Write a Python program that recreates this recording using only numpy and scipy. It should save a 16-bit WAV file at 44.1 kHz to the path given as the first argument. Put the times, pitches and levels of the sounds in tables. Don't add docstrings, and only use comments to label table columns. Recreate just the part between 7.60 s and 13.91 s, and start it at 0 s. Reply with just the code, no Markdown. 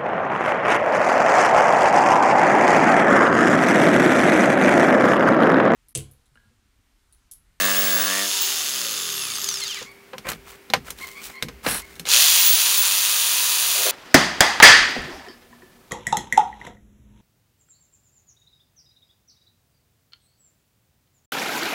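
import sys
import numpy as np
from scipy import signal
from scipy.fft import rfft, irfft, next_fast_len
from scipy.io import wavfile
from scipy.ndimage import uniform_filter1d

SR = 44100
rng = np.random.default_rng(int(sys.argv[2]) if len(sys.argv) > 2 else 0)


def store_pcm(level_fs):
    pcm = np.round(np.clip(level_fs, -1, 1) * 32767).astype(np.int16)
    wavfile.write(sys.argv[1], SR, np.atleast_2d(pcm).T)


N = 278271
TIME = np.arange(N) / SR

# f/Hz, relative spectral level/dB
AIR_SPECTRUM = [(30, -13), (50, -3.5), (110, -3), (230, 3.5), (330, 1.5), (430, 3), (560, -2.5),
                (1200, -4.5), (2200, -2), (3500, -10), (8000, -16), (16000, -16)]
AIR_DB = -51.5
HUM_HZ, HUM_DB = 394.5, -54

# t/s, stroke rate/(1/s)
CUT_STROKE_RATE = [(0, 95.6), (.33, 96.0), (.42, 96.6), (.56, 97.3), (.7, 99.5)]
OFF_S, DRAG_S, FRICTION_PER_S = .773, 1.578, 37.0
ON_S, FREE_SPEED = 4.443, 101.8
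QUICK_SHARE, QUICK_S, SLOW_SHARE, SLOW_S = .83, .112, .17, .34
DIP_S, DIP_LENGTH_S, DIP_DEPTH = 5.195, .04, 4.2
GEAR_RATIO = 9.07
QUIET_SPEED = (3.8, 39)

# f/Hz, relative spectral level/dB
SIDE_SPECTRUM = [(60, -62), (150, -38), (400, -12.5), (850, -4.5), (1250, 4.5), (1600, 4.5), (2350, 3),
                 (2650, 9), (3400, 11), (4050, 8), (4900, 11), (5700, 6.5), (6400, 8.5), (7350, 7.5),
                 (8200, -1.5), (9300, -2), (10600, 2), (11100, -7.5), (11900, -4.5), (13800, -5.5),
                 (14800, -6), (15700, -3)]
FRONT_SPECTRUM = [(100, -69), (450, -17), (800, -9), (1150, -3), (2300, -2), (2600, 1.5), (3500, 5),
                  (4750, 4.5), (5200, 2), (5800, 5), (7000, 5), (8450, -5), (9300, 4.5), (10300, -1),
                  (11400, -6.5), (12400, -3), (13600, -3.5), (15600, -0.5)]
# f/Hz, bandwidth/Hz, relative level/dB
HOUSING_MODES = [(390, 16, 21.5), (1230, 78, 7.5), (3540, 76, 1), (4840, 220, 3), (6440, 123, 5.5),
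                 (10560, 69, -0.5)]
# f/Hz, bandwidth/Hz, relative level/dB
GUARD_MODES = [(2544, 33, 11), (2734, 30, 17), (3400, 130, 4), (4300, 35, 16.5), (4770, 130, -1),
               (6600, 230, -19), (9200, 190, -6.5), (9760, 390, -8)]
# t/s, half length/s, gain/dB
JOLTS_OF_RATTLE = [(0.827, 0.12, 2), (4.535, 0.025, 1)]
RATTLE_DB, RATTLE_POWER = (-26.5, -24), 0.45
BODY_DB, BODY_POWER = (-27, -22.5), 0.31
HISS_DB, HISS_POWER = (-31, -25), 0.73
CUT_DAMPING_DB = -0.5
REPEAT_DB = (-1, 3)
SURGE_BODY_DB, SURGE_RATTLE_DB, SURGE_HISS_DB, SURGE_WHINE_DB, SURGE_S = 10, 14.5, 10, 16, 0.39

# multiple of armature rate, relative level/dB
ARMATURE_HARMONICS = [(1, 0), (2, -8), (3, -1)]
# multiple of armature rate, relative level/dB
START_HARMONICS = [(1, -.5), (3, -2), (12, 7)]
# multiple of armature rate, relative level/dB
WHINE_HARMONICS = [(18, 0)]
ARMATURE_DB, ARMATURE_POWER = (-52, -45), 0.48
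OVERHUM_RATIO, OVERHUM_DB = 9.65, (-45.5, -47)
START_DB, START_FADE_DB_PER_S = -30, 32
WHINE_DB, WHINE_POWERS = (-34, -33.5), (2.4, 1.0)
SWELL_SPEED, SWELL_WIDTH, SWELL_DB = 96, 5.7, 14.5

# f/Hz before the pinch, bandwidth/Hz, relative level/dB
FLAP_MODES = [(178, 25, -0.5), (298, 44, -3.5), (533, 126, -1.5), (712, 79, -2.5), (1157, 120, 0),
              (1650, 87, 7.5), (1746, 125, 4), (2100, 250, -2), (2610, 130, -6.5), (2900, 180, -8.5),
              (3670, 130, -11), (3600, 2500, -16)]
# t/s, frequency factor, level change/dB
PINCH_CURVE = [(0, 1.02, 0.5), (.15, 1.0, -0.5), (.205, 1, -4), (.25, 1.0, -2), (.42, 0.97, 0),
               (.5, 1.01, 0.5), (.57, 1.11, 0), (.64, 1.04, -2.5), (.69, 0.88, -14)]
PINCH_ABOVE_HZ, SHIFT_ABOVE_HZ = 1000, 1450
HARD_BITE_S, HARD_BITE_EASE_S, HARD_BITE_ABOVE_HZ, HARD_BITE_DB = .21, .06, 2400, 4
BITE_DB, BITE_EASE_DB_PER_S, CUT_END_S, CUT_RELEASE_S = -27.5, 5.5, 0.74, 0.1
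# start t/s, length/s, level/dB
BLADE_TOUCHES = [(6.132, 0.15, -40), (6.248, 0.077, -32.5)]
TOUCH_GRIT_DB = 1

# multiple of stroke rate, relative level/dB
SIDE_SHAKE_HARMONICS = [(1, -9), (2, -6), (3, 0), (4, -1), (5, 0), (6, -3), (7, -4), (8, -2), (10, -3),
                        (11, -3), (12, -3)]
# multiple of stroke rate, relative level/dB
FRONT_SHAKE_HARMONICS = [(1, -2), (2, -9), (5, 1), (6, 1), (7, 6), (10, 10), (11, 12), (12, 11), (17, 5),
                         (21, 5), (24, 13), (25, 14), (29, 13), (36, 14), (39, 14), (41, 14), (45, 13)]
SHAKE_DB, SHAKE_POWER = (-53.5, -58), 0.34

# multiple of ball-passing rate, relative level/dB
BEARING_HARMONICS = [(1, -7), (2, -7), (3, -6), (4, 2), (5, -5), (6, -8), (7, -8), (8, -10)]
# stroke rate/(1/s), balls passing per armature turn
BALLS_PER_TURN = [(10, 9.1), (50, 8.47)]
# t/s, click level/dB
GUIDE_KNOCKS = [(1.762, -19), (1.783, -22), (1.802, -19), (1.843, -13), (1.889, -13), (1.902, -20),
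                (1.941, -14), (1.971, -21), (2.003, -21), (2.037, -19), (2.079, -21), (2.11, -23)]
BEARING_SPEED, BEARING_DB, BEARING_POWER = 76, -32.5, .42
SQUEAL_SPEED, SQUEAL_WIDTH, SQUEAL_DB = 8, 8.5, 9

# start t/s, length/s, f/Hz, level/dB
SHEET_GROANS = [(2.214, 0.015, 495, -39), (2.529, 0.036, 513, -32), (2.645, 0.024, 517, -38),
                (2.663, 0.025, 520, -33)]
# multiple of its pitch, relative level/dB
GROAN_HARMONICS = [(1, 0), (2, -3.5), (3, -16)]
# t/s, level/dB, brightness/dB per range, board thump/dB
DECK_KNOCKS = [(2.214, -43, -12, -42), (2.315, -60, 22, -70), (2.533, -39, -11.5, -40.5),
               (2.582, -29.5, 5, -45), (2.688, -27, 8, -39), (2.701, -34.5, 21, -62), (2.718, -30, 13, -41),
               (2.733, -34, 1, -40), (3.101, -29, 2, -37), (3.136, -8.5, -2, -31), (3.165, -41, -6, -31.5),
               (3.305, -28.5, 14, -45), (3.387, -41, 12, -54), (3.825, -19, 6, -50), (3.832, -36, 7, -26.5),
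               (3.885, -30.5, 2, -44), (4.047, -38.5, -14, -59), (4.065, -18, -2.5, -23.5),
               (4.117, -27, 2, -44), (4.147, -33, -4, -61), (4.182, -33, 1, -50), (4.355, -47, 13, -55),
               (4.362, -47, 11, -60), (4.368, -52, 7, -62), (4.396, -28, 10.5, -36.5),
               (4.454, -28.5, 3, -57), (4.463, -31.5, 10, -54), (4.471, -32, -8, -58)]
# low f/Hz, high f/Hz, t60/s, relative level/dB
KNOCK_RANGES = [(108, 276, 0.26, 0), (360, 2600, 0.07, -3), (1560, 5600, 0.03, -4),
                (5030, 14000, 0.019, -7)]
# f/Hz, relative level/dB, t60/s
SHEET_MODES = [(128, -5.5, 0.12), (166, -3.5, 0.35), (216, 7.5, 0.12), (455, 1.5, 0.15), (503, 4.5, 0.086),
               (787, -1.5, 0.088), (1023, -4, 0.088), (1264, -3.5, 0.051), (1697, -2, 0.039),
               (2186, 5, 0.019), (2960, 8.5, 0.0074), (3680, 7, 0.0086), (4170, 0, 0.021),
               (4020, -11, 0.048), (5300, -12.5, 0.054), (6350, -18, 0.098)]
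KNOCK_RING_DB = 4
# t/s, length/s, target f/Hz, level/dB
BIRD_CALLS = [(2.24, 0.1, 1140, -47), (2.639, 0.045, 1210, -46), (3.399, 0.068, 1077, -37.5),
              (3.539, 0.082, 1145, -42), (3.727, 0.085, 1090, -42), (4.194, 0.074, 1110, -48.5)]
# multiple of its pitch, relative level/dB
BIRD_HARMONICS = [(1, -5), (2, 4), (3, -14), (4, -9)]
BIRD_SCOOP, BIRD_SCOOP_S = 0.1236, 0.0179
# start t/s, length/s, rumble level/dB, hiss level/dB
SLIDING_PUSHES = [(2.641, 0.13, -31.5, -42), (2.683, 0.022, -40, -28), (2.845, 0.14, -47, -46),
                  (3.242, 0.1, -42, -42), (3.347, 0.25, -48.5, -41), (3.559, 0.23, -48, -42.5),
                  (3.625, 0.06, -71, -37), (4.025, 0.21, -33, -29.5), (4.054, 0.055, -30, -49),
                  (4.21, 0.22, -54.5, -50.5)]
# f/Hz, relative spectral level/dB
RUMBLE_SPECTRUM = [(30, -8), (50, 17), (90, 1), (160, 11.5), (300, 7), (600, 8.5), (1200, 12), (2400, 10),
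                   (4000, -19), (8000, -38)]
# f/Hz, relative spectral level/dB
HISS_SPECTRUM = [(500, -32), (1500, -9), (3000, 0.5), (6000, -2), (8000, -1.5), (10300, -4.5),
                 (13000, -6.5), (15700, -1)]
PUSH_RISE, PUSH_FALL = 0.29, 0.47
# f/Hz, bandwidth/Hz, relative level/dB
SHOE_MODES = [(1570, 360, 2), (2160, 100, -8), (2690, 130, -2), (4220, 140, 2), (5670, 200, -1),
              (8050, 300, 3), (10000, 1100, 5.5), (12000, 900, 0), (14300, 1800, -9)]
SKID_S, SKID_LENGTH_S, SKID_DB = 4.05, 0.17, -26.5
CUTOFF_HZ = 15780


def from_db(db):
    return 10 ** (np.asarray(db) / 20)


def rms_one(x):
    return x / np.sqrt(np.mean(x ** 2) + 1e-20)


def steady_level(x):
    return np.sqrt(uniform_filter1d(x ** 2, SR // 10) + 1e-12)


def in_time(rows):
    s, *columns = np.transpose(rows)
    return [np.interp(TIME, s, c) for c in columns]


def drift(rate):
    knots = rng.standard_normal(N // 20)
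    return np.interp(TIME * rate, np.arange(len(knots)), knots) * np.sqrt(3 / 2)


def band(x, low_hz, high_hz):
    edges = [low_hz, min(high_hz, SR / 2 - 100)]
    return signal.sosfilt(signal.butter(3, edges, "band", fs=SR, output="sos"), x)


def colour(x, spectrum):
    size = next_fast_len(N)
    hz, db = np.transpose(spectrum)
    bins = np.maximum(np.arange(size // 2 + 1) * SR / size, 1)
    gain = from_db(np.interp(np.log(bins), np.log(hz), db)) * np.minimum(bins / hz[0], 1) ** 2
    return rms_one(irfft(rfft(x, size) * gain, size)[:N])


def resonate(x, modes):
    out = 0
    for k, (hz, width, db) in enumerate(modes):
        r = np.exp(-np.pi * width / SR)
        poles = [1, -2 * r * np.cos(2 * np.pi * hz / SR), r * r]
        ringing = signal.lfilter([1, 0, -1], poles, x + 1e-18)
        out = out + (-1) ** k * from_db(db) * (1 - r * r) / 2 * ringing
    return out


def contacts(turns, jitter_s, spread_db):
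    at = np.flatnonzero(np.diff(np.floor(turns)) > 0)
    chance = rng.standard_normal((N // 40, 2))[:len(at)]
    late = np.round(chance[:, 0] * jitter_s * SR).astype(int)
    clicks = np.zeros(N)
    clicks[np.clip(at + late, 0, N - 1)] = from_db(spread_db * chance[:, 1])
    return clicks


def burst(clicks, decay_s):
    envelope = signal.lfilter([1], [1, -np.exp(-1 / (decay_s * SR))], clicks + 1e-18)
    return envelope * rng.standard_normal(N)


def tones(turns, orders, waver_db, waver_hz, slip):
    play = slip * drift(160)
    rate = np.gradient(turns) * SR
    lines = 0
    for k, db in orders:
        level = from_db(db + waver_db * drift(waver_hz)) * (k * rate < SR / 2)
        lines = lines + level * np.sin(2 * np.pi * (round(k) * (turns + play) + rng.random()))
    return lines


def by_run(first, second):
    return np.where(TIME < ON_S, first, second)


def gain_at(speed, run_db, power):
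    moving = 1 - np.exp(-(speed / by_run(*QUIET_SPEED)) ** 3)
    return from_db(by_run(*run_db)) * (speed / FREE_SPEED + 1e-9) ** power * moving


def push(start, length):
    u = (TIME - start) / length
    return np.clip(np.minimum(u / PUSH_RISE, (1 - u) / PUSH_FALL), 0, 1)


def in_cut():
    return np.clip((CUT_END_S - TIME) / CUT_RELEASE_S, 0, 1)


def surge():
    return by_run(0, np.exp(-np.maximum(TIME - ON_S, 0) / SURGE_S))


def blade_speed():
    friction = FRICTION_PER_S * DRAG_S
    fade = np.exp(-np.maximum(TIME - OFF_S, 0) / DRAG_S)
    first = (in_time(CUT_STROKE_RATE)[0] + friction) * fade - friction
    since_on = np.maximum(TIME - ON_S, 0)
    quick = QUICK_SHARE * (1 - np.exp(-since_on / QUICK_S))
    slow = SLOW_SHARE * (1 - np.exp(-since_on / SLOW_S))
    dip = DIP_DEPTH * np.exp(-((TIME - DIP_S) / DIP_LENGTH_S) ** 2)
    return np.maximum(by_run(first, FREE_SPEED * (quick + slow) - dip), 0)


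def yard():
    level = from_db(HUM_DB + 1.2 * drift(3))
    hum = level * np.sin(2 * np.pi * np.cumsum(HUM_HZ + .8 * drift(8)) / SR)
    return from_db(AIR_DB) * colour(rng.standard_normal(N), AIR_SPECTRUM) + hum


def clacking(turns, repeat_db):
    out, t = 0, np.arange(SR // 100) / SR
    for end in (0, .5):
        hits = contacts(turns - end, jitter_s=.00005, spread_db=1.3)
        ring = rng.standard_normal(len(t)) * np.exp(-t / 0.0016)
        repeated = signal.oaconvolve(hits, ring)[:N]
        out = out + burst(hits, decay_s=0.0014) + from_db(repeat_db) * repeated
    return out


def rasp(turns, speed, spectrum, modes, clack_db, teeth_db, housing_db, repeat_db):
    clacks = clacking(turns, repeat_db)
    tooth_hits = contacts(GEAR_RATIO * turns, jitter_s=.0002, spread_db=3.0)
    teeth = burst(tooth_hits, decay_s=.00042)
    sparse = np.sqrt(100 / np.maximum(speed, 28))
    drive = rng.standard_normal(N) + sparse * (from_db(clack_db) * clacks + from_db(teeth_db) * teeth)
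    ringing = rms_one(resonate(clacks / 2 + teeth, modes))
    sound = colour(drive + from_db(housing_db) * sparse ** 2 * ringing, spectrum)

    low = signal.sosfiltfilt(signal.butter(4, 8200, fs=SR, output="sos"), sound)
    body = signal.sosfiltfilt(signal.butter(4, 2300, fs=SR, output="sos"), sound)
    evened = 1 / steady_level(band(low, 2500, 8000))
    high = sound - low
    hiss = high / steady_level(band(high, 8500, 14500))

    jolt_db = sum(db * np.exp(-((TIME - s) / length) ** 2) for s, length, db in JOLTS_OF_RATTLE)
    rattle_db = SURGE_RATTLE_DB * surge() + jolt_db + CUT_DAMPING_DB * in_cut()
    body_gain = gain_at(speed, BODY_DB, BODY_POWER) * from_db(SURGE_BODY_DB * surge())
    rattle_gain = gain_at(speed, RATTLE_DB, RATTLE_POWER) * from_db(rattle_db)
    hiss_gain = gain_at(speed, HISS_DB, HISS_POWER) * from_db(SURGE_HISS_DB * surge())
    return body * evened * body_gain + (low - body) * evened * rattle_gain + hiss * hiss_gain


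def motor(turns, speed):
    armature = GEAR_RATIO * turns
    hum = tones(armature, ARMATURE_HARMONICS, waver_db=2.0, waver_hz=60, slip=.025)
    hum *= gain_at(speed, ARMATURE_DB, ARMATURE_POWER)
    overhum = tones(OVERHUM_RATIO * turns, [(1, 0)], waver_db=3, waver_hz=12, slip=.04)
    hum += overhum * gain_at(speed, OVERHUM_DB, ARMATURE_POWER)
    growl = tones(armature, START_HARMONICS, waver_db=3, waver_hz=40, slip=.02)
    growl *= gain_at(speed, (START_DB, START_DB), 0)
    hum += growl * by_run(0, from_db(-START_FADE_DB_PER_S * np.maximum(TIME - ON_S, 0)))

    whine = tones(armature, WHINE_HARMONICS, waver_db=2.5, waver_hz=90, slip=.003)
    whine += by_run(0, 1) * tones(armature, [(17, -13)], waver_db=3, waver_hz=30, slip=.01)
    swell = from_db(SWELL_DB * np.exp(-((speed - SWELL_SPEED) / SWELL_WIDTH) ** 2))
    whine_gain = swell * from_db(SURGE_WHINE_DB * surge())
    whine_gain = whine_gain * gain_at(speed, WHINE_DB, by_run(*WHINE_POWERS))
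    return band(hum, 510, 6000) + whine * whine_gain


def flapping(slaps):
    factor, upper_db = in_time(PINCH_CURVE)
    hard_db = HARD_BITE_DB * np.clip((HARD_BITE_S - TIME) / HARD_BITE_EASE_S, 0, 1)
    out, impulse = np.zeros(N), signal.unit_impulse(SR // 10)
    for at in np.flatnonzero(slaps * in_cut()):
        modes = []
        for hz, width, db in FLAP_MODES:
            shifted_hz = hz * (factor[at] if hz > SHIFT_ABOVE_HZ else 1)
            pinch_db = (upper_db[at] + rng.standard_normal()) * (hz > PINCH_ABOVE_HZ)
            bite_db = hard_db[at] * (hz > HARD_BITE_ABOVE_HZ)
            modes.append((shifted_hz, width, db + pinch_db + bite_db))
        out[at:at + len(impulse)] += slaps[at] * resonate(impulse, modes)
    return out


def cutting(turns, snap_db, grit_db, touch_hz, grit_touch=2.8):
    slaps = contacts(turns - .02, jitter_s=.00002, spread_db=.8)
    no_bass = signal.butter(8, 165, "high", fs=SR, output="sos")
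    drumming = signal.sosfilt(no_bass, resonate(slaps, FLAP_MODES))
    flap = signal.sosfilt(no_bass, flapping(slaps)) / np.std(drumming)
    snap = rms_one(band(slaps, 1120, 9500))
    grit = rms_one(band(burst(slaps, decay_s=.0025), 900, 9000))
    teeth = from_db(snap_db) * snap + from_db(grit_db) * grit
    full = flap + teeth * from_db(in_time(PINCH_CURVE)[1])
    bite = from_db(BITE_DB - BITE_EASE_DB_PER_S * TIME) * in_cut()

    puffs = rms_one(burst(slaps, decay_s=0.0051))
    touch = rms_one(band(rms_one(drumming) + grit_touch * puffs, 377, touch_hz))
    touch += from_db(TOUCH_GRIT_DB) * rms_one(band(grit, 900, 3500))
    touch_gain = sum(from_db(db) * push(s, length) for s, length, db in BLADE_TOUCHES)
    return bite * full + touch * touch_gain


def shaking(turns, speed):
    side = tones(turns, SIDE_SHAKE_HARMONICS, waver_db=2.5, waver_hz=10, slip=.006)
    front = tones(turns, FRONT_SHAKE_HARMONICS, waver_db=1.5, waver_hz=10, slip=.006)
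    heard = by_run(band(side, 100, 2400), front)
    return heard * (1 - in_cut()) * gain_at(speed, SHAKE_DB, SHAKE_POWER)


def coasting(turns, speed):
    balls = np.cumsum(GEAR_RATIO * speed * np.interp(speed, *np.transpose(BALLS_PER_TURN))) / SR
    song = tones(balls, BEARING_HARMONICS, waver_db=4.5, waver_hz=28, slip=.075)
    slow = by_run(1, 0) * gain_at(speed, (BEARING_DB, BEARING_DB), BEARING_POWER)
    slow = slow / (1 + (speed / BEARING_SPEED) ** 4)
    slow *= from_db(SQUEAL_DB * np.exp(-((speed - SQUEAL_SPEED) / SQUEAL_WIDTH) ** 2))
    load = .5 + np.abs(np.sin(2 * np.pi * turns))
    clicks = np.zeros(N)
    for s, db in GUIDE_KNOCKS:
        clicks[round(s * SR)] = from_db(db)
    slack = burst(clicks, decay_s=.0014)
    treble_loss = signal.butter(1, 9000, fs=SR, output="sos")
    dulled = signal.sosfilt(treble_loss, slow * load * song + slack)
    return band(dulled + 3 * resonate(slack, HOUSING_MODES), 2400, 14000)


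def groans():
    out = 0
    for s, length, hz, db in SHEET_GROANS:
        judder = tones(hz * TIME, GROAN_HARMONICS, waver_db=2, waver_hz=200, slip=.03)
        out = out + from_db(db) * push(s, length) * judder
    return out


def knocks(modes_db, crack_db, snap_db, tail_db, tail_t60):
    out, t = np.zeros(N + SR), np.arange(SR // 2) / SR
    centres = [np.log(low * high) / 2 for low, high, t60, db in KNOCK_RANGES]
    for s, level_db, bright_db, thump_db in DECK_KNOCKS:
        levels = [thump_db, level_db - bright_db, level_db + KNOCK_RING_DB, level_db + bright_db]
        contact = rng.standard_normal(len(t)) * np.exp(-t / 0.00071)
        blow = from_db(levels[-1] + snap_db) * band(contact, 1000, 16600)
        for hz, db, t60 in SHEET_MODES:
            strength = np.interp(np.log(hz), centres, levels) + db + modes_db + rng.normal(0, 3.0)
            mode = from_db(strength - 60 * t / t60) * np.sin(2 * np.pi * hz * t)
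            blow = blow + rng.choice([-1, 1]) * mode
        for level, (low, high, t60, db) in zip(levels, KNOCK_RANGES):
            fade = from_db(-60 * t / t60) + from_db(tail_db - 60 * t / tail_t60)
            crack = band(rng.standard_normal(len(t)) * fade, low, high)
            crack = crack * np.sqrt(SR / 2 / (high - low))
            blow = blow + from_db(level + db + crack_db) * crack
        at = round(s * SR)
        out[at:at + len(t)] += blow
    return out[:N]


def deck(boom_db, boom_t60):
    weight = 0
    for s, level_db, bright_db, thump_db in DECK_KNOCKS:
        decay = from_db(thump_db - 60 * np.maximum(TIME - s, 0) / boom_t60)
        weight = weight + decay * np.clip((TIME - s) / 0.072, 0, 1)
    return from_db(boom_db) * weight * rms_one(band(rng.standard_normal(N), 37, 80))


def bird(hoarse, echo_db, echo_t60):
    out = np.zeros(N)
    for s, length, hz, db in BIRD_CALLS:
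        on = (TIME > s) & (TIME < s + length)
        t = TIME[on] - s
        pitch = hz * (1 - BIRD_SCOOP * np.exp(-t / BIRD_SCOOP_S)) * (1 + hoarse * drift(500)[on])
        phase = 2 * np.pi * np.cumsum(pitch) / SR
        voice = sum(from_db(level) * np.sin(round(k) * phase) for k, level in BIRD_HARMONICS)
        out[on] += from_db(db) * np.sin(np.pi * t / length) * voice
    echo = rng.standard_normal(SR) * from_db(-60 * TIME[:SR] / echo_t60)
    return out + from_db(echo_db) * signal.fftconvolve(out, echo / np.linalg.norm(echo))[:N]


def slides(grain_db, grain_hz, ring_db, catch_db, catch_hz):
    rumble, hiss = 0, 0
    for start, length, rumble_db, hiss_db in SLIDING_PUSHES:
        force = push(start, length)
        rumble = rumble + force * from_db(rumble_db)
        hiss = hiss + force * from_db(hiss_db)
    friction = from_db(grain_db * drift(grain_hz)) * rng.standard_normal((2, N))
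    catches = from_db(catch_db * drift(catch_hz))
    modes = [(hz, np.log(1000) / (np.pi * t60), db) for hz, db, t60 in SHEET_MODES]
    ring = rms_one(resonate(friction[0], modes))
    boards = colour(catches * friction[0], RUMBLE_SPECTRUM) + from_db(ring_db) * ring
    return rumble * boards + hiss * colour(friction[1], HISS_SPECTRUM)


def skid(grain_db, grain_hz):
    friction = from_db(grain_db * drift(grain_hz)) * rng.standard_normal(N)
    return from_db(SKID_DB) * push(SKID_S, SKID_LENGTH_S) * rms_one(resonate(friction, SHOE_MODES))


def scene():
    speed = blade_speed()
    turns = np.cumsum(speed) / SR
    side = rasp(turns, speed, SIDE_SPECTRUM, HOUSING_MODES, clack_db=4.5, teeth_db=2.5,
                housing_db=-8.5, repeat_db=REPEAT_DB[0])
    front = rasp(turns, speed, FRONT_SPECTRUM, GUARD_MODES, clack_db=2, teeth_db=3.5,
                 housing_db=-14.5, repeat_db=REPEAT_DB[1])
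    saw = by_run(side, front) + motor(turns, speed)
    saw += cutting(turns, snap_db=-7, grit_db=-7.0, touch_hz=726)
    saw += shaking(turns, speed) + coasting(turns, speed)
    handling = groans()
    handling += knocks(modes_db=-10.0, crack_db=-7.0, snap_db=-15.0, tail_db=-10.5, tail_t60=0.12)
    handling += deck(boom_db=-19.0, boom_t60=0.91)
    handling += slides(grain_db=3.0, grain_hz=391.4, ring_db=-15.0, catch_db=3, catch_hz=89.8)
    handling += skid(grain_db=1.5, grain_hz=253)
    far = bird(hoarse=.035, echo_db=-4.0, echo_t60=.7)
    return (saw + handling + far + yard())[None]


def record(dry):
    steep = signal.ellip(14, .2, 80, CUTOFF_HZ, fs=SR, output="sos")
    return np.clip(signal.sosfilt(steep, dry), -1, 1)


dry = scene()
out = record(dry)
store_pcm(out)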